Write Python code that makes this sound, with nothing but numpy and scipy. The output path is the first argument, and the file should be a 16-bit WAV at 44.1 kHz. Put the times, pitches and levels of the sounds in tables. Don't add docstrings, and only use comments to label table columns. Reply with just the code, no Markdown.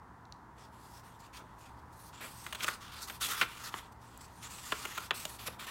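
import sys
import numpy as np
from scipy import signal
from scipy.fft import rfft, irfft
from scipy.io import wavfile
from scipy.ndimage import uniform_filter1d

SR = 44100
rng = np.random.default_rng(int(sys.argv[2]) if len(sys.argv) > 2 else 0)


def generate_wav(signal):
    frames = np.transpose(np.atleast_2d(signal))
    scaled = np.clip(frames, -1, 1) * 32767
    pcm = np.round(scaled).astype(np.int16)
    wavfile.write(sys.argv[1], SR, pcm)


N = 251458
TIME = np.arange(N) / SR
TOP_HZ = 15900


def undb(db):
    return 10 ** (np.asarray(db) / 20)


def unit(x):
    return x / np.sqrt(np.mean(x ** 2) + 1e-30)


def burst(x):
    return x * np.sqrt(SR / 100 / np.sum(x ** 2))


def bin_hz(x):
    return np.maximum(np.fft.rfftfreq(len(x), 1 / SR), 1)


def colour(x, points):
    hz, db = np.transpose(points)
    gain = undb(np.interp(np.log(bin_hz(x)), np.log(hz), db))
    cepstrum = irfft(np.log(gain), len(x))
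    cepstrum[1:len(x) // 2] *= 2
    cepstrum[len(x) // 2 + 1:] = 0
    return irfft(rfft(x) * np.exp(rfft(cepstrum)), len(x))


def ring(x, modes):
    f = bin_hz(x)
    response = sum(undb(db) / (1 + 1j * (f - hz ** 2 / f) / width) for hz, width, db in modes)
    return irfft(rfft(x) * response, len(x))


def disperse(x, lag_s):
    return irfft(rfft(x) * np.exp(-4j * np.pi * lag_s * np.sqrt(1000 * bin_hz(x))), len(x))


def wander(rate_hz):
    hold = int(SR / rate_hz)
    steps = np.repeat(rng.standard_normal(N // hold + 1), hold)
    return unit(uniform_filter1d(uniform_filter1d(steps, hold), hold)[:N])


def add(track, at_s, sound):
    i = int(at_s * SR)
    track[i:i + len(sound)] += sound[:N - i]


# frequency in Hz, relative level in dB.
FAN_SPECTRUM = [(20, -21), (35, -29), (55, 3.5), (100, -2.5), (160, -3), (250, -5), (420, -11), (600, -13),
                (780, -6), (950, 0), (1200, -7.5), (1950, -17), (2500, -33.5), (4000, -48)]
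HISS_SPECTRUM = [(1000, -4), (4000, -9), (8000, -13.5), (16000, -21)]

def room_tone(fan_db=-54.5, hum_hz=116.2, hum_db=-65.5, hiss_db=-74):
    fan = unit(colour(rng.standard_normal(N), FAN_SPECTRUM)) * undb(fan_db + .5 * wander(3))
    hum = np.sqrt(2) * np.sin(2 * np.pi * hum_hz * TIME) * undb(hum_db + 0.71 * wander(1.88))
    hiss = unit(colour(rng.standard_normal(N), HISS_SPECTRUM)) * undb(hiss_db)
    return fan + hum + hiss


def bedroom(x, t60_s=0.29, wet_db=-12.5):
    t = np.arange(16384) / SR
    tail = rng.standard_normal(len(t)) * np.exp(-np.log(1000) * t / t60_s) * (t > .006)
    tail = colour(tail / np.sqrt(np.sum(tail ** 2)), [(200, 3), (1500, 1), (4000, -2.5), (12000, -3)])
    return x + undb(wet_db) * signal.fftconvolve(x, tail)[:N]


def bedding(touch_s):
    rumble = unit(ring(rng.standard_normal(N), [(73, 52, 0)]))
    return rumble * undb(-62) * np.clip(TIME - touch_s, 0, 1)


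# time in seconds, level over 10 ms in dB, ring in Hz.
EDGE_TICKS = [(0.2537, -66, 4230), (0.324, -51, 4500), (4.176, -55, 9700)]

def ticks(decay_s=0.0011, size=1024):
    out = np.zeros(N)
    for at_s, db, hz in EDGE_TICKS:
        flick = rng.standard_normal(size) * np.exp(-np.arange(size) / SR / decay_s) * 0.15
        flick[0] = 1
        peak = [(hz / 3, -28), (hz / 1.22, -2), (hz, 0),
                (hz * 1.53, -8), (hz * 1.95, -22), (hz * 2.3, -30)]
        flick = disperse(colour(flick, peak), lag_s=0.00154)
        add(out, at_s - .0006, undb(db) * burst(flick))
    return out


def slips(per_s, spread_db):
    hit = rng.random(N) < per_s / SR
    return hit * rng.choice([-1, 1], N) * undb(spread_db * np.clip(rng.standard_normal(N), -2, 2))


RELEASE_S = 0.018

def slide(start_s, end_s, swell_db):
    attack_s = 0.003 + 0.027 * (end_s - start_s)
    attack = np.exp(np.minimum(TIME - start_s, 0) / attack_s)
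    progress = np.clip((TIME - start_s) / (end_s - start_s), 0, 1)
    release = np.exp(-np.maximum(TIME - end_s, 0) / RELEASE_S)
    return attack * undb(swell_db * (progress - .5)) * release


# start and end in seconds, level in dB, swell in dB,
# sheet share in dB, fibre share in dB, edge pitch in Hz.
SLIDES = [ (0.584, 0.667, -68, -7.5, 1.5, -12, 5200), (0.735, 0.997, -67, 7.5, -2, -2, 4970),
          (1.038, 1.166, -69.5, -7, 0.5, -2, 8600), (1.209, 1.264, -66.5, 8.5, 1, -7, 4450),
          (1.332, 1.372, -58.5, 10, 0, -5, 4500), (1.41, 1.547, -83.5, -3, 11, -14, 4500),
          (1.584, 1.696, -70.5, 0, 2, 0, 7000), (1.775, 1.794, -76.5, 0, 3, -1, 5000),
          (1.917, 2.085, -66, 16, -6, 1, 9400), (2.13, 2.205, -62, 0, 4.5, -14, 7500),
          (2.212, 2.268, -57, 0, 4.5, 1, 7900), (2.278, 2.467, -59.5, 5, -2, 1.5, 8500),
          (2.47, 2.606, -61.5, -5, 3.5, -3, 8500), (2.681, 2.746, -50.5, -2, 3, -5, 11200),
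          (2.81, 2.904, -61.5, -3.5, 6.5, -6, 3400), (2.922, 3.01, -56, 1, 1, -5, 4200),
          (3.021, 3.045, -47.5, -3, -6, -4, 4100), (3.077, 3.16, -56.5, -4, 1, 1.5, 13200),
          (3.213, 3.262, -42.5, 0, 1.5, 3.5, 3600), (3.288, 3.326, -42, -2.5, 1.5, -0.5, 3500),
          (3.344, 3.42, -47.5, 2, 2, 0.5, 5000), (3.437, 3.624, -58, 5, 4, -2.5, 3300),
          (3.639, 3.679, -49.5, -3, 1, -1, 4400), (3.725, 3.788, -56, 4.5, 4.5, -2, 7000),
          (3.827, 3.863, -66.5, -1, 4.5, -8, 4500), (4.017, 4.299, -68, 0, 2, -4.5, 7800),
          (4.315, 4.435, -65, 7, 0, -5, 9100), (4.429, 4.47, -55.5, 0.5, 1, -5, 7200),
          (4.504, 4.71, -53.5, 3, -1.5, -3, 7700), (4.733, 5.063, -54, 0.5, 2, -1, 6800),
          (5.148, 5.258, -51.5, -5, -2, 0, 7800), (5.28, 5.366, -55, -6, -3, -2, 9900),
          (5.392, 5.54, -58, -8, 3.5, -1, 11400), (5.596, 5.645, -53, 1.5, 6, -2.5, 1300),
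          (5.669, 5.7, -49.5, 1, 7.5, -1.5, 1243)]
# centre in seconds, level in dB, length in ms, sheet share in dB.
EDGE_SCUFFS = [(1.203, -62.5, 16, -9), (2.607, -51, 19, 5.5), (2.635, -39, 15.5, 3.5), (2.677, -42, 14, -1),
               (3.085, -45.5, 4.3, 0.5), (3.926, -64.5, 8.7, -4), (4.215, -54, 9.3, 0),
               (4.242, -58.5, 35, -7), (4.591, -54.5, 15, 7), (4.718, -49.5, 7.2, -5), (4.976, -49, 5.7, 4),
               (5.474, -39, 11, 0.5)]

def rubbing_gains(touch_s, contact_db=-83, scuff_fibre_db=-5.5):
    power = np.tile(undb(contact_db) ** 2 * (TIME > touch_s), (3, 1))
    for start_s, end_s, db, swell_db, sheet_db, fibre_db, _ in SLIDES:
        gains = undb(db + np.array([[0], [sheet_db], [fibre_db]]))
        power += (gains * slide(start_s, end_s, swell_db)) ** 2
    for at_s, db, ms, sheet_db in EDGE_SCUFFS:
        gains = undb(db + np.array([[0], [sheet_db], [scuff_fibre_db]]))
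        power += gains ** 2 * np.exp(-np.pi * ((TIME - at_s) * 1000 / ms) ** 2)
    grip_db = 1.3 * wander(140)
    pressure_db = 0.88 * wander(30)
    return np.sqrt(power) * undb(grip_db + pressure_db)


def swishes(share_db=-4, half_width_hz=360, glide_spread=0.09):
    out = np.zeros(N)
    lowpass = signal.butter(2, half_width_hz, fs=SR, output="sos")
    for (start_s, end_s, *_, hz), glide in zip(SLIDES, glide_spread * rng.standard_normal(len(SLIDES))):
        size = int((end_s + RELEASE_S - start_s) * SR)
        band = signal.sosfilt(lowpass, rng.standard_normal(size) + 1j * rng.standard_normal(size))
        pitch_hz = hz * (1 + glide * np.linspace(-1, 1, size))
        carrier = np.exp(2j * np.pi * np.cumsum(pitch_hz) / SR)
        add(out, start_s, undb(share_db) * unit((band * carrier).real) * signal.windows.tukey(size, .5))
    return out


def beaming(x, depth_db, rate_hz):
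    f, spectrum = bin_hz(x), rfft(x)
    centres_hz, step_hz = np.linspace(0, TOP_HZ, 18, retstep=True)
    bands = (irfft(spectrum * np.maximum(1 - abs(f - hz) / step_hz, 0), N) for hz in centres_hz)
    return sum(band * undb(depth_db * wander(rate_hz)) for band in bands)


# centre in Hz, width in Hz, gain in dB.
SHEET_MODES = [(1180, 220, 3.5), (1352, 280, 4), (1828, 390, 1), (2440, 530, 0.5), (2810, 310, -0.5),
               (3300, 540, 3.5), (4170, 180, -28)]
BLOCK_MODES = [(206, 68, 0.5), (306, 130, -3), (402, 107, -1.5), (634, 170, -3.5), (820, 160, 0)]
# frequency in Hz, relative level in dB.
GRAIN_SPECTRUM = [(1500, -7), (3000, -24), (4300, 3.5), (6000, 3.5), (8000, 1), (9500, -3), (12000, -11.5)]
FIBRE_SPECTRUM = [(6000, -25), (8000, -3.5), (9300, -3), (11000, -2), (13500, -3.5), (16000, -9)]

def friction(touch_s):
    grain_gain, sheet_gain, fibre_gain = rubbing_gains(touch_s)
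    drive = slips(per_s=14000, spread_db=3.5)
    sheet = sum(ring(drive, [mode]) * undb(3.4 * wander(18)) for mode in SHEET_MODES)
    midrange = [(300, -37), (700, -11), (1100, 3), (2200, 3), (3700, -0.5), (5500, -20), (12000, -33)]
    sheet = unit(colour(sheet, midrange)) * undb(0.77)
    grain = unit(colour(drive, GRAIN_SPECTRUM)) * undb(-0.05) + swishes()
    fibre = unit(colour(slips(per_s=16000, spread_db=8), FIBRE_SPECTRUM)) * undb(-0.65)
    hiss = beaming(grain_gain * grain + fibre_gain * fibre, depth_db=2, rate_hz=16)
    block = unit(ring(slips(per_s=1600, spread_db=4), BLOCK_MODES)) * undb(-15.5)
    return hiss + sheet_gain * (sheet + block)


def flips(length_ms, first, size=4096):
    t_ms = np.arange(size) * 1000 / SR
    run = rng.standard_normal(size) * (rng.random(size) < .3)
    run[0] = first
    return run * (np.exp(-(t_ms / length_ms) ** 4.2) + undb(-20) * np.exp(-t_ms / 18))


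# frequency in Hz, relative level in dB.
CRACKLE_SPECTRUM = [(2500, -35), (4500, -8), (6500, 16.5), (9000, 10.5), (13000, 6.5), (16000, 11)]
THUMP_SPECTRUM = [(60, -10), (150, -6), (600, 4), (900, -9.5), (1600, -25.5)]

def buckle(db, hz, ms, thump_db, crackle_db):
    bends = np.exp(0.11 * rng.standard_normal(len(SHEET_MODES)))
    modes = [(f * bend, width * 1.1, gain) for (f, width, gain), bend in zip(SHEET_MODES, bends)]
    bulge = [(hz / 5, -14), (hz / 1.74, -3), (hz, 0), (hz * 1.48, -4), (hz * 3, -17), (hz * 6, -28)]
    body = colour(ring(flips(ms * 0.85, first=5.6), modes), bulge)
    crackle = colour(flips(ms * 0.72, first=0.79), CRACKLE_SPECTRUM)
    thump = colour(ring(flips(ms * 1.24, first=2.67), BLOCK_MODES), THUMP_SPECTRUM)
    snap = burst(body) + undb(crackle_db) * burst(crackle) + undb(thump_db) * burst(thump)
    return undb(db) * disperse(snap, lag_s=0.00127)


# time in seconds, ring level over
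# 10 ms in dB, ring in Hz, nominal length in ms, thump share in dB, crackle share in dB.
PAPER_SNAPS = [(1.385, -50, 1310, 55, -1.5, -25), (2.207, -42.5, 1870, 63, -6.5, -22),
               (2.465, -41, 2430, 7, -12, -9), (2.526, -38.5, 2220, 10.6, -13.5, -7.5),
               (2.5486, -40.5, 2430, 14, -13.5, -6), (2.607, -39.5, 2320, 9.5, -29, -16),
               (2.6448, -34, 1960, 2.2, -11.5, -6), (2.681, -29.5, 1680, 10.5, -18, -9.5),
               (3.0985, -41.5, 2300, 8.3, -11, -7), (3.2814, -46.5, 1110, 10, -5, -17),
               (3.334, -39.5, 1090, 4.2, -23, -3), (3.4129, -24.5, 2260, 5.5, -22, -15.5),
               (3.424, -30, 2300, 12, -12, -20), (3.7409, -36, 1370, 2.4, -11.5, -30),
               (4.7216, -29.5, 1870, 5.7, -11, -16.5), (4.852, -36.5, 1520, 9.1, -12.5, -9.5),
               (4.9776, -35.5, 1860, 10.6, -12, -10), (5.108, -28, 2040, 3.9, -13.5, -23.5),
               (5.253, -39, 3300, 3.3, -5.5, 0), (5.48, -43, 1640, 9, 0.5, -13)]

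def snaps(hard_db=-25, rebound_s=.0043, rebound_ratio=0.9):
    out = np.zeros(N)
    for at_s, db, hz, *character in PAPER_SNAPS:
        rebound_db = db - 3 - 0.82 * max(hard_db - db, 0)
        add(out, at_s - .0006, buckle(db, hz, *character))
        add(out, at_s + rebound_s, buckle(rebound_db, hz * rebound_ratio, *character))
    return out


def scene():
    touch_s = 0.56
    book = friction(touch_s) + bedding(touch_s) + snaps() + ticks()
    return (bedroom(book) + room_tone())[None]


def record(dry):
    return signal.sosfilt(signal.ellip(10, .2, 70, TOP_HZ, fs=SR, output="sos"), dry)


dry = scene()
out = record(dry)
generate_wav(out)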